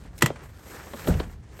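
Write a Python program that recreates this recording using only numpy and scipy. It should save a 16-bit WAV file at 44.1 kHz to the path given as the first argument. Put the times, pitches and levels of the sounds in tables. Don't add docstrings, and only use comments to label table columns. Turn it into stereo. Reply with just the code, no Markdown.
import sys
import numpy as np
from scipy import signal
from scipy.fft import rfft, irfft
from scipy.io import wavfile
from scipy.ndimage import uniform_filter1d

SR = 44100
rng = np.random.default_rng(int(sys.argv[2]) if len(sys.argv) > 2 else 0)


def digitize_waveform(pressure):
    field = np.atleast_2d(pressure).T
    bounded = np.clip(field, -1, 1)
    quanta = np.round(bounded * 32767).astype(np.int16)
    wavfile.write(sys.argv[1], SR, quanta)


N = 70560
T_S = np.arange(N) / SR
HZ = np.maximum(np.fft.rfftfreq(N, 1 / SR), 1)


# start in seconds, crack level in dB, trim rattle in dB, metal ring in dB.
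SNAPS = [(0.2221, -8, -18.5, -22.5), (0.2598, -16.5, -26, -32.5)]
CRACK_COLOUR = [(150, -4), (450, -10.5), (680, -5.5), (950, -6.5), (1280, 0), (1620, -12), (1950, -1),
                (2200, -11), (2600, -5), (3220, -9.5), (3650, -22), (4150, -6.5), (4760, -15.5),
                (6300, -17), (7770, -8), (10200, -25), (12200, -12.5), (17000, -32.5)]
CRACK_RISE_S, CRACK_HOLD_S, CRACK_T60_1KHZ_S = 0.00085, 0.002, 0.016
CRACK_T60_SLOPE = 0.086
TRIM_COLOUR = [(150, 5.5), (350, 0.5), (650, 0.5), (950, -6.5), (1300, -6.5), (1620, -10), (1950, 0),
               (2300, -9), (3200, -10.5), (4200, -13), (6000, -16), (7500, -10), (10000, -25),
               (12500, -18.5), (17000, -35)]
TRIM_T60_1KHZ_S, TRIM_T60_SLOPE = 0.15, 0.21
LATCH_MODES = [(334.3, 0.5, 0.18), (696, -16, 0.11), (1220, -5, 0.065), (1354, 4.5, 0.03),
               (1821, -4, 0.092), (1969, 7, 0.079), (2116, -21, 0.24), (2304, -17.5, 0.17),
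               (2623, -4.5, .06), (3190, -13, 0.26), (5098, -16, .084), (6315, -23.5, .04),
               (7860, -18.5, .08)]
CHATTER_DB, CHATTER_HZ = 2, 180
BACK_MODES = [(92, -20.5, 0.2), (127.2, 1.5, 0.12), (144.4, -3, 0.16)]
RELEASE_S, RELEASE_DB, RELEASE_PUSH_S = 0.2358, -16.5, 0.0054

# start in seconds, level in dB, brightness in dB per octave, floor boom in dB.
LANDINGS = [(1.055, -33.5, -0.5, -42), (1.083, -20.5, -1, -30), (1.104, -23, -1, -16.5),
            (1.149, -30.5, -2, -17), (1.198, -32.5, 1, -41)]
PAD_COLOUR = [(60, -21), (160, 4.5), (300, -9.5), (450, -9.5), (750, -12), (1050, -22.5), (1500, -16),
              (2200, -33), (5000, -34), (16000, -66)]
PAD_RISE_S, PAD_T60_1KHZ_S, PAD_T60_SLOPE = 0.0033, 0.15, 0.35
PAN_MODES = [(39.9, -14.5, 0.74), (61, 1.5, 0.15), (75.4, -8.5, 0.62), (87.2, -8.5, .2), (154.6, -6, 0.15)]
PAN_PUSH_S = 0.0046

# start in seconds, level in dB, starting pitch above the end pitch in Hz,
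# seconds for that excess to halve, hold in seconds, left in dB.
FLEXES = [(0.2245, -21.5, 795, 0.0046, .006, -7), (0.302, -26, 1715, 0.0027, 0.0013, 10.5),
          (0.935, -34.5, 677, 0.0085, 0.012, 0), (1.0753, -19, 916, 0.00744, 0.0227, -1),
          (1.201, -21, 993, 0.00264, .003, 0)]
FLEX_END_HZ, FLEX_RISE_HALVINGS, FLEX_T60_S = 65.1, 1.32, 0.021
FLEX_WOBBLE_OCTAVES, FLEX_ROUGH_DB, FLEX_ROUGH_HZ = 0.248, 2.5, 450

# start in seconds, level in dB,
# brightness in dB per octave, left in dB.
KNOCKS = [(0.3024, -30, -1, 1.5), (0.935, -30, -0.5, 7), (1.0723, -22, 0.5, 0.5), (1.1989, -26, 3.5, 3.5)]
KNOCK_COLOUR = [(130, -4), (250, -1), (400, -5), (550, 4), (750, -10), (980, -5), (1500, -10),
                (2500, -19.5), (4000, -16.5), (7000, -51), (16000, -60)]
KNOCK_RISE_S, KNOCK_T60_1KHZ_S, KNOCK_T60_SLOPE = 0.00088, 0.06, 0.38
# start in seconds, level in dB, brightness in dB per octave.
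TICKS = [(0.052, -44.5, -6.5), (0.131, -49, -2), (0.179, -40, 9.5), (0.187, -40, 9), (0.209, -34.5, 4),
         (0.219, -28.5, 5), (0.3594, -39.5, -0.5), (0.392, -47.5, -0.5), (0.797, -47, -4.5),
         (0.868, -39, -1.5), (0.994, -41, 4), (1.138, -34.5, 0.5), (1.296, -46.5, -2), (1.590, -38, -2)]
TICK_COLOUR = [(150, 2), (600, 3.5), (1200, 5.5), (2100, 2.5), (3500, -7.5), (8000, -17), (16000, -29.5)]
TICK_RISE_S, TICK_T60_1KHZ_S = 0.001, 0.084

# time in seconds, level in dB.
SLIDE_LEVEL = [(0, -52.5), (.06, -52.5), (.10, -59.5), (.17, -54.5), (.33, -48), (.45, -51.5), (.54, -56),
               (.61, -52), (.68, -47), (.76, -43), (.91, -46), (.98, -43), (1.06, -41.5), (1.11, -35.5),
               (1.18, -41.5), (1.24, -44.5), (1.29, -55), (1.33, -53), (1.38, -63.5), (1.46, -58.5),
               (1.52, -53.5), (1.6, -51)]
SLIDE_COLOUR = [(140, 2), (230, -2), (320, -1), (430, 2), (620, -5), (1150, -6.5), (1750, -6.5),
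                (2500, -13), (3600, -17.5), (9000, -21)]
# time in seconds, level in dB.
HISS_LEVEL = [(0, -67), (.05, -69), (.10, -90), (.17, -57.5), (.40, -80), (.44, -58.5), (.53, -67),
              (.61, -61.5), (.69, -50.5), (.85, -55), (1.0, -48), (1.06, -49), (1.08, -33), (1.13, -53),
              (1.19, -50), (1.26, -65), (1.32, -60), (1.37, -81), (1.48, -93), (1.53, -68), (1.6, -52)]
HISS_COLOUR = [(2500, -13.5), (5000, -7), (8300, -0.5), (10200, -15), (12300, 3), (14000, -11),
               (17000, -8.5)]
GRAIN_HZ, GRAIN_SPREAD_DB, FLICKER_DB = 2500, 2, 1.5

# time in seconds, level in dB.
CREAK_LEVEL = [(.66, -75), (.72, -58), (.80, -45.5), (.83, -54.5), (.86, -75)]
CREAK_COLOUR = [(700, -6), (1400, -3), (1900, 0), (2500, -16), (5000, -26)]
CREAK_HZ, CREAK_JITTER, CREAK_DECAY_CYCLES = 135, 0.06, 0.22

# time in seconds, level in dB.
RUMBLE_LEVEL = [(0, -44), (.15, -45.5), (.3, -43.5), (.46, -44.5), (.6, -48), (.95, -48), (1.2, -37),
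                (1.33, -41), (1.45, -46), (1.6, -45)]
RUMBLE_COLOUR = [(20, -50), (40, -5), (72, -1), (105, -5.5), (150, -10), (230, -16.5), (500, -29.5),
                 (1500, -44), (16000, -63.5)]

SIDE_SHARE_MAX, SIDE_CORNER_HZ = 0.85, 620
LATCH_LEFT_DB, LANDING_LEFT_DB, TICK_LEFT_DB = 2, 1, 2.5
SLIDE_LEFT_DB, HISS_LEFT_DB, CABIN_LEFT_DB = 4, 0.5, 1
EAR_SIGNS = np.array([[1], [-1]])
LOW_CUT_HZ, TOP_CUT_HZ = 24, 16300


def latch():
    crack = blow(0, CRACK_COLOUR, 0, CRACK_RISE_S, CRACK_T60_1KHZ_S, CRACK_T60_SLOPE, CRACK_HOLD_S)
    trim = blow(0, TRIM_COLOUR, 0, CRACK_HOLD_S, TRIM_T60_1KHZ_S, TRIM_T60_SLOPE)
    metal = ring(0, LATCH_MODES, CRACK_RISE_S) * amp(CHATTER_DB * walk(CHATTER_HZ))
    snaps = 0
    for start_s, crack_db, trim_db, metal_db in SNAPS:
        snap = amp(crack_db) * crack + amp(trim_db) * trim + amp(metal_db) * metal
        snaps = snaps + delay(snap, start_s)
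    thump = amp(RELEASE_DB) * ring(RELEASE_S, BACK_MODES, RELEASE_PUSH_S)
    return pan(snaps + thump, LATCH_LEFT_DB)


def landing():
    out = 0
    for start_s, pad_db, tilt_db, boom_db in LANDINGS:
        pad = blow(start_s, PAD_COLOUR, tilt_db, PAD_RISE_S, PAD_T60_1KHZ_S, PAD_T60_SLOPE)
        boom = ring(start_s, PAN_MODES, PAN_PUSH_S)
        out = out + amp(pad_db) * pad + amp(boom_db) * boom
    return pan(out, LANDING_LEFT_DB)


def panels():
    out = 0
    for start_s, db, excess_hz, halving_s, hold_s, left_db in FLEXES:
        halvings = np.maximum(T_S - start_s, 0) / halving_s
        wobble_octaves = FLEX_WOBBLE_OCTAVES * walk(FLEX_ROUGH_HZ)
        pitch_hz = FLEX_END_HZ + excess_hz * 2 ** (-halvings + wobble_octaves)
        phase = 2 * np.pi * np.cumsum(pitch_hz * (T_S > start_s)) / SR
        ear_skew = np.arctan(side_share(pitch_hz)) * EAR_SIGNS
        wave = np.sin(phase + ear_skew) * amp(FLEX_ROUGH_DB * walk(FLEX_ROUGH_HZ))
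        shape = envelope(start_s, FLEX_RISE_HALVINGS * halving_s, FLEX_T60_S, hold_s)
        out = out + amp(db) * pan(wave * shape, left_db)
    return out


def frame():
    ticks = 0
    for start_s, db, tilt_db in TICKS:
        tick = blow(start_s, TICK_COLOUR, tilt_db, TICK_RISE_S, TICK_T60_1KHZ_S, KNOCK_T60_SLOPE)
        ticks = ticks + amp(db) * tick
    knocks = 0
    for start_s, db, tilt_db, left_db in KNOCKS:
        knock = blow(start_s, KNOCK_COLOUR, tilt_db, KNOCK_RISE_S, KNOCK_T60_1KHZ_S, KNOCK_T60_SLOPE)
        knocks = knocks + amp(db) * pan(knock, left_db)
    return pan(ticks, TICK_LEFT_DB) + knocks


def upholstery():
    slips = amp(GRAIN_SPREAD_DB * walk(GRAIN_HZ) + FLICKER_DB * walk(90))
    rustle = sum(band * amp(FLICKER_DB * walk(25)) for _, band in bands(SLIDE_COLOUR, 0, slips))
    hiss = sum(band for _, band in bands(HISS_COLOUR, 0, np.sqrt(slips)))
    slide = pan(rustle * curve(SLIDE_LEVEL), SLIDE_LEFT_DB)
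    return slide + pan(hiss * curve(HISS_LEVEL), HISS_LEFT_DB)


def hinge():
    rate_hz = CREAK_HZ * (1 + CREAK_JITTER * walk(20))
    cycle = np.cumsum(rate_hz) / SR % 1
    slips = np.exp(-cycle / CREAK_DECAY_CYCLES)
    creak = sum(band for _, band in bands(CREAK_COLOUR, 0, slips))
    swinging = (T_S > CREAK_LEVEL[0][0]) & (T_S < CREAK_LEVEL[-1][0])
    return pan(creak * curve(CREAK_LEVEL) * swinging, SLIDE_LEFT_DB)


def cabin():
    rumble = sum(band for _, band in bands(RUMBLE_COLOUR))
    return pan(curve(RUMBLE_LEVEL) * rumble, CABIN_LEFT_DB)


def blow(start_s, colour, tilt_db, rise_s, t60_1khz_s, t60_slope, hold_s=0):
    out = 0
    for hz, band in bands(colour, tilt_db):
        t60_s = t60_1khz_s * (hz / 1000) ** -t60_slope
        out = out + band * envelope(start_s, rise_s, t60_s, hold_s)
    return out


def ring(start_s, modes, push_s):
    out = 0
    for hz, db, t60_s in modes:
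        ear_skew = np.arctan(side_share(hz)) * rng.choice([-1, 1]) * EAR_SIGNS
        wave = np.sin(2 * np.pi * hz * (T_S - start_s) + ear_skew)
        out = out + amp(db) * envelope(start_s, push_s, t60_s) * wave
    return out


def bands(colour, tilt_db=0, drive=1):
    point_hz, point_db = np.array(colour).T
    octave = np.log2(HZ)
    gain = amp(np.interp(octave, np.log2(point_hz), point_db) + tilt_db * octave)
    gain = gain / np.hypot(1, (point_hz[0] / HZ) ** 4) / np.hypot(1, (HZ / point_hz[-1]) ** 8)
    mid, side = rfft(rng.standard_normal((2, N)) * drive)
    spectrum = gain * (mid + side_share(HZ) * side * EAR_SIGNS)
    spectrum = spectrum / np.sqrt(np.mean(irfft(spectrum, N) ** 2))
    split = []
    for centre in np.arange(4.5, 14.6, 0.5):
        weight = np.maximum(1 - 2 * abs(octave - centre), 0)
        split.append((2 ** centre, irfft(spectrum * weight, N)))
    return split


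def envelope(start_s, rise_s, t60_s, hold_s=0):
    age_s = T_S - start_s
    decay_age_s = np.maximum(age_s - rise_s - hold_s, 0)
    return np.clip(age_s / rise_s, 0, 1) * np.exp(-np.log(1000) * decay_age_s / t60_s)


def walk(rate_hz):
    step = int(SR / rate_hz)
    held = np.repeat(rng.standard_normal(N // step + 1), step)
    return unit(uniform_filter1d(held, step)[:N])


def side_share(hz):
    return SIDE_SHARE_MAX * hz / np.hypot(hz, SIDE_CORNER_HZ)


def pan(x, left_db):
    return x * amp(EAR_SIGNS * left_db / 2)


def delay(x, seconds):
    return irfft(rfft(x) * np.exp(-2j * np.pi * HZ * seconds), N)


def curve(rows):
    return amp(np.interp(T_S, *np.array(rows).T))


def amp(db):
    return 10 ** (np.asarray(db) / 20)


def unit(x):
    return x / np.sqrt(np.mean(x ** 2))


def scene():
    seat = latch() + landing() + panels() + frame()
    return seat + upholstery() + hinge() + cabin()


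def record(dry):
    low_cut = signal.butter(2, LOW_CUT_HZ, "high", fs=SR, output="sos")
    top_cut = signal.ellip(8, 0.2, 70, TOP_CUT_HZ, fs=SR, output="sos")
    rounded = np.tanh(signal.sosfilt(low_cut, dry))
    return signal.sosfilt(top_cut, rounded)


dry = scene()
out = record(dry)
digitize_waveform(out)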